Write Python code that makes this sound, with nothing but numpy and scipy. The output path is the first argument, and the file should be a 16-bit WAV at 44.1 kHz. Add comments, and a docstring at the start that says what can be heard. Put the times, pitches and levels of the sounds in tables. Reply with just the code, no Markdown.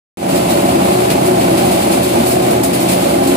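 """Bean thresher at work

A farm thresher runs at a nearly steady speed: engine orders and a fan hum (sines) over the roar of drum
and sheet-metal housing (throbbing noise shaped by resonances). Dry beans rattle down the shaking chute
into a tub in dense random clicks, with sudden showers and small pings on the sheet.
Heard close by through two spaced microphone ports; the sound fades in at the start."""
import sys
import numpy as np
from scipy import signal
from scipy.fft import rfft, irfft
from scipy.io import wavfile

SR = 44100
rng = np.random.default_rng(int(sys.argv[2]) if len(sys.argv) > 2 else 0)


def gain_from_db(level_db):
    """Turn a decibel level (scalar or array-like) into a linear amplitude factor."""
    decades = np.asarray(level_db, float) / 20
    return 10 ** decades


def wav_record(signal):
    """Record a signal, one row per channel, as 16-bit PCM in the file named by sys.argv[1]."""
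    frames = np.transpose(np.atleast_2d(signal))
    bounded = np.clip(frames, -1, 1)
    # unit amplitude maps onto the largest positive 16-bit level
    quanta = np.round(bounded * 32767).astype(np.int16)
    wavfile.write(sys.argv[1], SR, quanta)


N = 148176
T = np.arange(N) / SR
# All source levels are those ahead of the fade-in gain and the peak rounding in record().


def rms_one(x):
    """Scale to rms 1."""
    return x / np.sqrt(np.mean(x ** 2) + 1e-20)


def curve(rows, at):
    """Straight lines between rows."""
    return np.interp(at, *np.transpose(rows))


def at_hz(rows, hz):
    """Straight lines on a log-frequency axis."""
    row_hz, values = np.transpose(rows)
    return np.interp(np.log(hz + 1), np.log(row_hz), values)


def drift(rate_hz):
    """Slow random wander of spread 1: noise through two equal one-pole low-passes at rate_hz."""
    # computed at every 40th sample, then joined by straight lines
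    pole = np.exp(-80 * np.pi * rate_hz / SR)
    noise = rng.standard_normal(N // 40 + 2002)
    slow = signal.lfilter([1], [1, -2 * pole, pole * pole], noise)[2000:]
    slow = rms_one(slow - slow.mean())
    return np.interp(np.arange(N) / 40, np.arange(len(slow)), slow)


# How alike the two ports hear a noise: pitch_hz, likeness (0-1)
PORT_LIKENESS = [(30, 0.88), (80, 0.96), (200, 1), (350, 0.94), (500, .8), (800, 0.8), (1100, 0.45),
                 (1500, 0.52), (2300, 0.29), (3500, 0.19), (6000, 0.14), (9000, .15), (15000, .1)]
# Level balance of the ports: pitch_hz, left_minus_right_db
PORT_LEAN = [(60, 3.5), (180, -3), (260, 5.5), (380, 2), (480, 1.5), (600, -0.5), (850, -4), (1050, -0.5),
             (1300, -2.5), (1700, -1.5), (2400, 4.5), (4500, 4), (6000, 0.5), (7000, -5.5), (8800, -8),
             (10000, 2.5), (15000, .5)]
# Phase between the ports: pitch_hz, left_lead_rad
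PORT_LEAD = [(0, 0), (250, 0.2), (360, -1.1), (450, -1.88), (690, -2.5), (1120, -2.5), (1500, -2),
             (2300, -6), (3000, -8.5), (16000, -49.5)]


def at_ports(pair, colour):
    """Two unrelated draws of one source, coloured, then mixed so the spaced ports agree less up high; rms 1."""
    hz = np.fft.rfftfreq(N, 1 / SR)
    left, other = rfft(pair) * colour(hz)
    alike = np.clip(at_hz(PORT_LIKENESS, hz), 0, 1)
    right = alike * left + np.sqrt(1 - alike ** 2) * other
    right = right * np.exp(-1j * curve(PORT_LEAD, hz))
    lean = gain_from_db(at_hz(PORT_LEAN, hz) / 2)  # half the difference on each side
    return rms_one(irfft(np.array([left * lean, right / lean]), N))


# Relative noise spectrum of drum and housing: pitch_hz, density_db (per Hz)
ROAR_COLOUR = [(10, -40), (30, -41), (55, -28), (80, -13), (120, -8), (170, -2.5), (230, 2), (290, -6),
               (350, -0.5), (400, -8.5), (480, -5.5), (560, -1), (660, -2), (760, -4), (880, -13),
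               (1050, -11), (1300, -16), (1750, -20), (2300, -21.5), (3500, -27.5), (16000, -35.5)]
# Resonances of the housing panels: pitch_hz, width_hz (where the dB lift halves), lift_db
PANEL_RESONANCES = [(129.4, 13, 8), (332, 24, 9.5), (377.5, 28, 4), (397, 9.6, 2.5), (458, 21, 4),
                    (550, 26, 2), (575, 9.7, 4), (659, 15, 7.5), (678.3, 14, 7.5), (693, 9.1, 5),
                    (736, 13, 9.5), (798.7, 17.4, 10.5), (824.5, 10, 11), (849.4, 11.4, 12.5),
                    (925, 15, 10)]


def housing(hz):
    """Each panel of the housing lifts the noise around its own resonance."""
    lift_db = sum(db / (1 + (2 * (hz - f) / width) ** 2) for f, width, db in PANEL_RESONANCES)
    return gain_from_db(at_hz(ROAR_COLOUR, hz) + lift_db)


# Level of the roar, uneven by chance from moment to moment: time_s, level_db (rms)
ROAR_LEVEL = [(.17, -14), (.24, -11.5), (.32, -14), (.45, -16.5), (.72, -13.5), (1.0, -15), (1.5, -15),
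              (1.98, -14.5), (2.11, -19), (2.16, -13.5), (2.34, -17), (2.5, -13.5), (2.65, -17),
              (2.77, -16.5), (3.0, -15.5), (3.36, -16)]
THROB, DOUBLE_THROB = .13, .15  # depth at the firing rate and at twice that rate
FLICKER_DB = .6  # spread


def roar(turns):
    """Noise that throbs with the firing, ringing in the panels of the housing."""
    throb = 1 + THROB * np.cos(2 * np.pi * turns) + DOUBLE_THROB * np.cos(4 * np.pi * turns)
    noise = rng.standard_normal((2, N)) * throb * gain_from_db(FLICKER_DB * drift(29))
    return gain_from_db(curve(ROAR_LEVEL, T)) * at_ports(noise, housing)


# Fan tones: pitch_hz, level_db (rms, mean of the ports' dB)
FAN_TONES = [(39.5, -63), (79.0, -38.5)]


def fan():
    """The fan hums in steady sines, a touch louder and earlier in phase on the right."""
    out = np.zeros((2, N))
    for hz, db in FAN_TONES:
        level = np.sqrt(2) * gain_from_db(db + np.array([[-.5], [.5]]))
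        phase = 2 * np.pi * (hz * T + rng.random()) + np.array([[0], [.15]])
        out += level * np.sin(phase)
    return out


# Engine orders: multiple (of the firing rate, rounded to a whole number when played),
# left_db, right_db (rms, about which each wavers), left_lag_rad
ENGINE_ORDERS = [(3.996, -36.5, -36.5, 0.16), (6.048, -29.5, -30, 0.36), (8.965, -28, -27.5, 0.51),
                 (9.9, -32.5, -41, 0.53), (12.05, -24.5, -29, 0.34), (13.89, -33, -43.5, 2.1),
                 (16.97, -56, -33.5, 2.76), (19.04, -36.5, -27, 2.3), (20.12, -33.5, -46, 2.4),
                 (29.56, -47, -41.5, 1.95), (32.4, -40.5, -43.5, 2.9), (33.1, -43.5, -51, 5.1),
                 (34.06, -46, -49, 0.71), (35.5, -46, -44, 2.9)]
ORDER_WAVER_DB, ORDER_WOBBLE_RAD = 3.0, .35  # spreads of level and phase


def engine_orders(turns):
    """Whole multiples of the firing rate, each wavering slowly in level and wobbling in phase."""
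    out = np.zeros((2, N))
    for multiple, left_db, right_db, left_lag in ENGINE_ORDERS:
        phase = 2 * np.pi * (round(multiple) * turns + rng.random())
        phase = phase + ORDER_WOBBLE_RAD * drift(6.5) + np.array([[0], [left_lag]])
        level_db = np.array([[left_db], [right_db]]) + ORDER_WAVER_DB * drift(2.56)
        out += np.sqrt(2) * gain_from_db(level_db) * np.sin(phase)
    return out


TICKS_PER_S, TICKS_DB = 400, -38  # rate on each side; rms level of the whole layer
TICK_CYCLES = 7.0  # cycles for a ring to fall 60 dB


def ticks():
    """Single beans ping on the sheet: short rings at one of twelve pitches, unrelated left and right."""
    size = gain_from_db(3.0 * np.minimum(rng.exponential(1, (2, N)), 4))
    hits = size * (rng.random((2, N)) < TICKS_PER_S / SR)
    pitches_hz = np.geomspace(1600, 5200, num=12)
    dealt = rng.integers(0, 12, (2, N))
    out = 0
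    for k, hz in enumerate(pitches_hz):
        decay = gain_from_db(-60 * hz / (TICK_CYCLES * SR))
        turn = 2 * np.pi * hz / SR
        struck = hits * (dealt == k) + 1e-18  # the tiny offset keeps the filter off denormals
        resonator = [1, -2 * decay * np.cos(turn), decay * decay]
        out = out + signal.lfilter([0, np.sin(turn)], resonator, struck)
    return gain_from_db(TICKS_DB) * rms_one(out)


BEANS_PER_S, BEAN_SPREAD_DB = 22000, 2.6  # rate in each draw; scale of the random size


def clicks():
    """Dense random bean impacts of uneven size and either sign, in two unrelated draws."""
    size = gain_from_db(BEAN_SPREAD_DB * np.minimum(rng.exponential(1, (2, N)), 5))
    sign = rng.choice([-1, 1], (2, N))
    return size * sign * (rng.random((2, N)) < BEANS_PER_S / SR)


# Relative colour of the bean rattle: pitch_hz, density_db (per Hz)
BEAN_COLOUR = [(700, -7), (1300, -3.5), (1750, -4), (2100, -.5), (2500, 0), (2900, -1), (3500, -3),
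               (4400, -3), (5200, -7), (6000, -12), (7000, -5.5), (8300, -4), (9300, -3), (10500, -3.5),
               (12500, -7.5), (14000, -9), (16000, -9.5)]


def bean_colour(hz):
    """Spectrum that the impacts of the beans share."""
    return gain_from_db(at_hz(BEAN_COLOUR, hz))


# Level of the steady rattle, uneven from moment to moment: time_s, level_db (rms, before flutter)
BEAN_FLOW = [(.17, -23), (.24, -25), (.3, -29.5), (.45, -26.5), (.6, -26), (.72, -25.5), (.78, -29),
             (.86, -25), (1.0, -25.5), (1.16, -29.5), (1.23, -27.5), (1.33, -29), (1.55, -25.5),
             (1.78, -24.5), (1.88, -26), (2.02, -27), (2.08, -25.5), (2.24, -25.5), (2.36, -29),
             (2.47, -26), (2.62, -31), (2.72, -29), (2.86, -27), (2.99, -27), (3.03, -24), (3.12, -25),
             (3.19, -29), (3.36, -26)]
FLOW_FLUTTER_DB = .6  # spread


def rattle():
    """The steady stream of beans on chute and heap: coloured clicks that flutter in level."""
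    level = gain_from_db(curve(BEAN_FLOW, T) + FLOW_FLUTTER_DB * drift(22))
    return level * at_ports(clicks(), bean_colour)


# Showers of beans: start_s, hiss_db (rms), rise_s, hold_s, clatter_db (rms)
SHOWER_EVENTS = [(0.282, -26.5, .006, 0.026, -29), (0.34, -25, 0.017, 0.016, -30.5),
                 (0.493, -26, .004, 0.023, -28), (1.098, -22.5, 0.0044, 0.012, -23.5),
                 (1.255, -24.5, 0.0043, 0.0075, -30), (1.404, -29, .005, .01, -29),
                 (1.568, -26, 0.0093, .01, -26.5), (1.65, -27, 0.0089, 0.0083, -39),
                 (1.708, -25.5, 0.011, 0.0091, -32), (1.816, -26.5, .004, 0.0092, -31),
                 (1.907, -23, .015, .015, -29.5), (2.03, -24, .003, 0.0092, -32),
                 (2.088, -29, .003, .003, -31), (2.251, -21, .02, .01, -36),
                 (2.3, -22, 0.0092, 0.016, -28.5), (2.418, -28, .003, .003, -33),
                 (2.507, -24.5, .003, .003, -33), (2.632, -19, .003, 0.011, -30),
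                 (2.73, -23.5, .003, 0.024, -29.5), (2.798, -24.5, .006, 0.024, -32),
                 (2.879, -22, 0.011, 0.045, -26.5), (3.228, -27, 0.0073, .005, -32),
                 (3.268, -23, 0.0055, 0.0077, -33)]
# Hiss of a shower against the steady rattle: pitch_hz, tint_db
HISS_TINT = [(700, -30), (3000, -15.5), (5000, -2.5), (8000, -0.5), (12000, -0.5), (15500, 1.5)]
# Clatter of a shower on the chute, against the steady rattle: pitch_hz, tint_db
CLATTER_TINT = [(700, -4), (1500, 0), (4500, -1), (6000, 2), (9000, -25)]
SHOWER_FALL_DB_PER_S = 270


def showers():
    """A shake throws a heap of beans at once: rise, hold, fall; it hisses and clatters."""
    power = np.zeros((2, N))  # rows: hiss, clatter
    for start, hiss_db, rise, hold, clatter_db in SHOWER_EVENTS:
        fall_db = SHOWER_FALL_DB_PER_S * np.maximum(T - start - rise - hold, 0)
        swell = np.clip((T - start) / max(rise, 1e-3), 0, 1)
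        power += (swell * gain_from_db(np.array([[hiss_db], [clatter_db]]) - fall_db)) ** 2
    hiss = at_ports(clicks(), lambda hz: bean_colour(hz) * gain_from_db(at_hz(HISS_TINT, hz)))
    clatter = at_ports(clicks(), lambda hz: bean_colour(hz) * gain_from_db(at_hz(CLATTER_TINT, hz)))
    return np.sqrt(power[0]) * hiss + np.sqrt(power[1]) * clatter


FIRING_HZ, SPEED_WANDER = 30.38, .0007  # mean firing rate; its relative spread


def scene():
    """Engine, housing and beans together; roar and orders follow one firing phase."""
    turns = np.cumsum(FIRING_HZ * (1 + SPEED_WANDER * drift(2.02))) / SR
    machine = roar(turns) + fan() + engine_orders(turns)
    beans = ticks() + rattle() + showers()
    return machine + beans


def band_limit(x):
    """A steep low-pass at the top of the band."""
    return signal.sosfilt(signal.butter(12, 16310, fs=SR, output="sos"), x)


# Fade-in, its last gain held to the end: time_s, gain_db
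FADE_IN = [(.172, -14.5), (.2, -11), (.225, -6.5), (.26, -3.5), (.33, 2.5)]
START_S = .172  # silence before this
CEILING = .9  # full scale is 1
LOW_CUT_HZ, CUTOFF_HZ = 27, 15480


def record(dry):
    """Fade-in, softly rounded peaks, low cut and a steep top cut."""
    faded = dry * gain_from_db(curve(FADE_IN, T)) * (T >= START_S)
    rounded = faded / (1 + (faded / CEILING) ** 4) ** .25
    low_cut = signal.butter(2, LOW_CUT_HZ, "high", fs=SR, output="sos")
    top_cut = signal.ellip(12, .1, 70, CUTOFF_HZ, fs=SR, output="sos")
    mix = signal.sosfilt(np.vstack([low_cut, top_cut]), rounded)
    return band_limit(mix)


dry = scene()
out = record(dry)
wav_record(out)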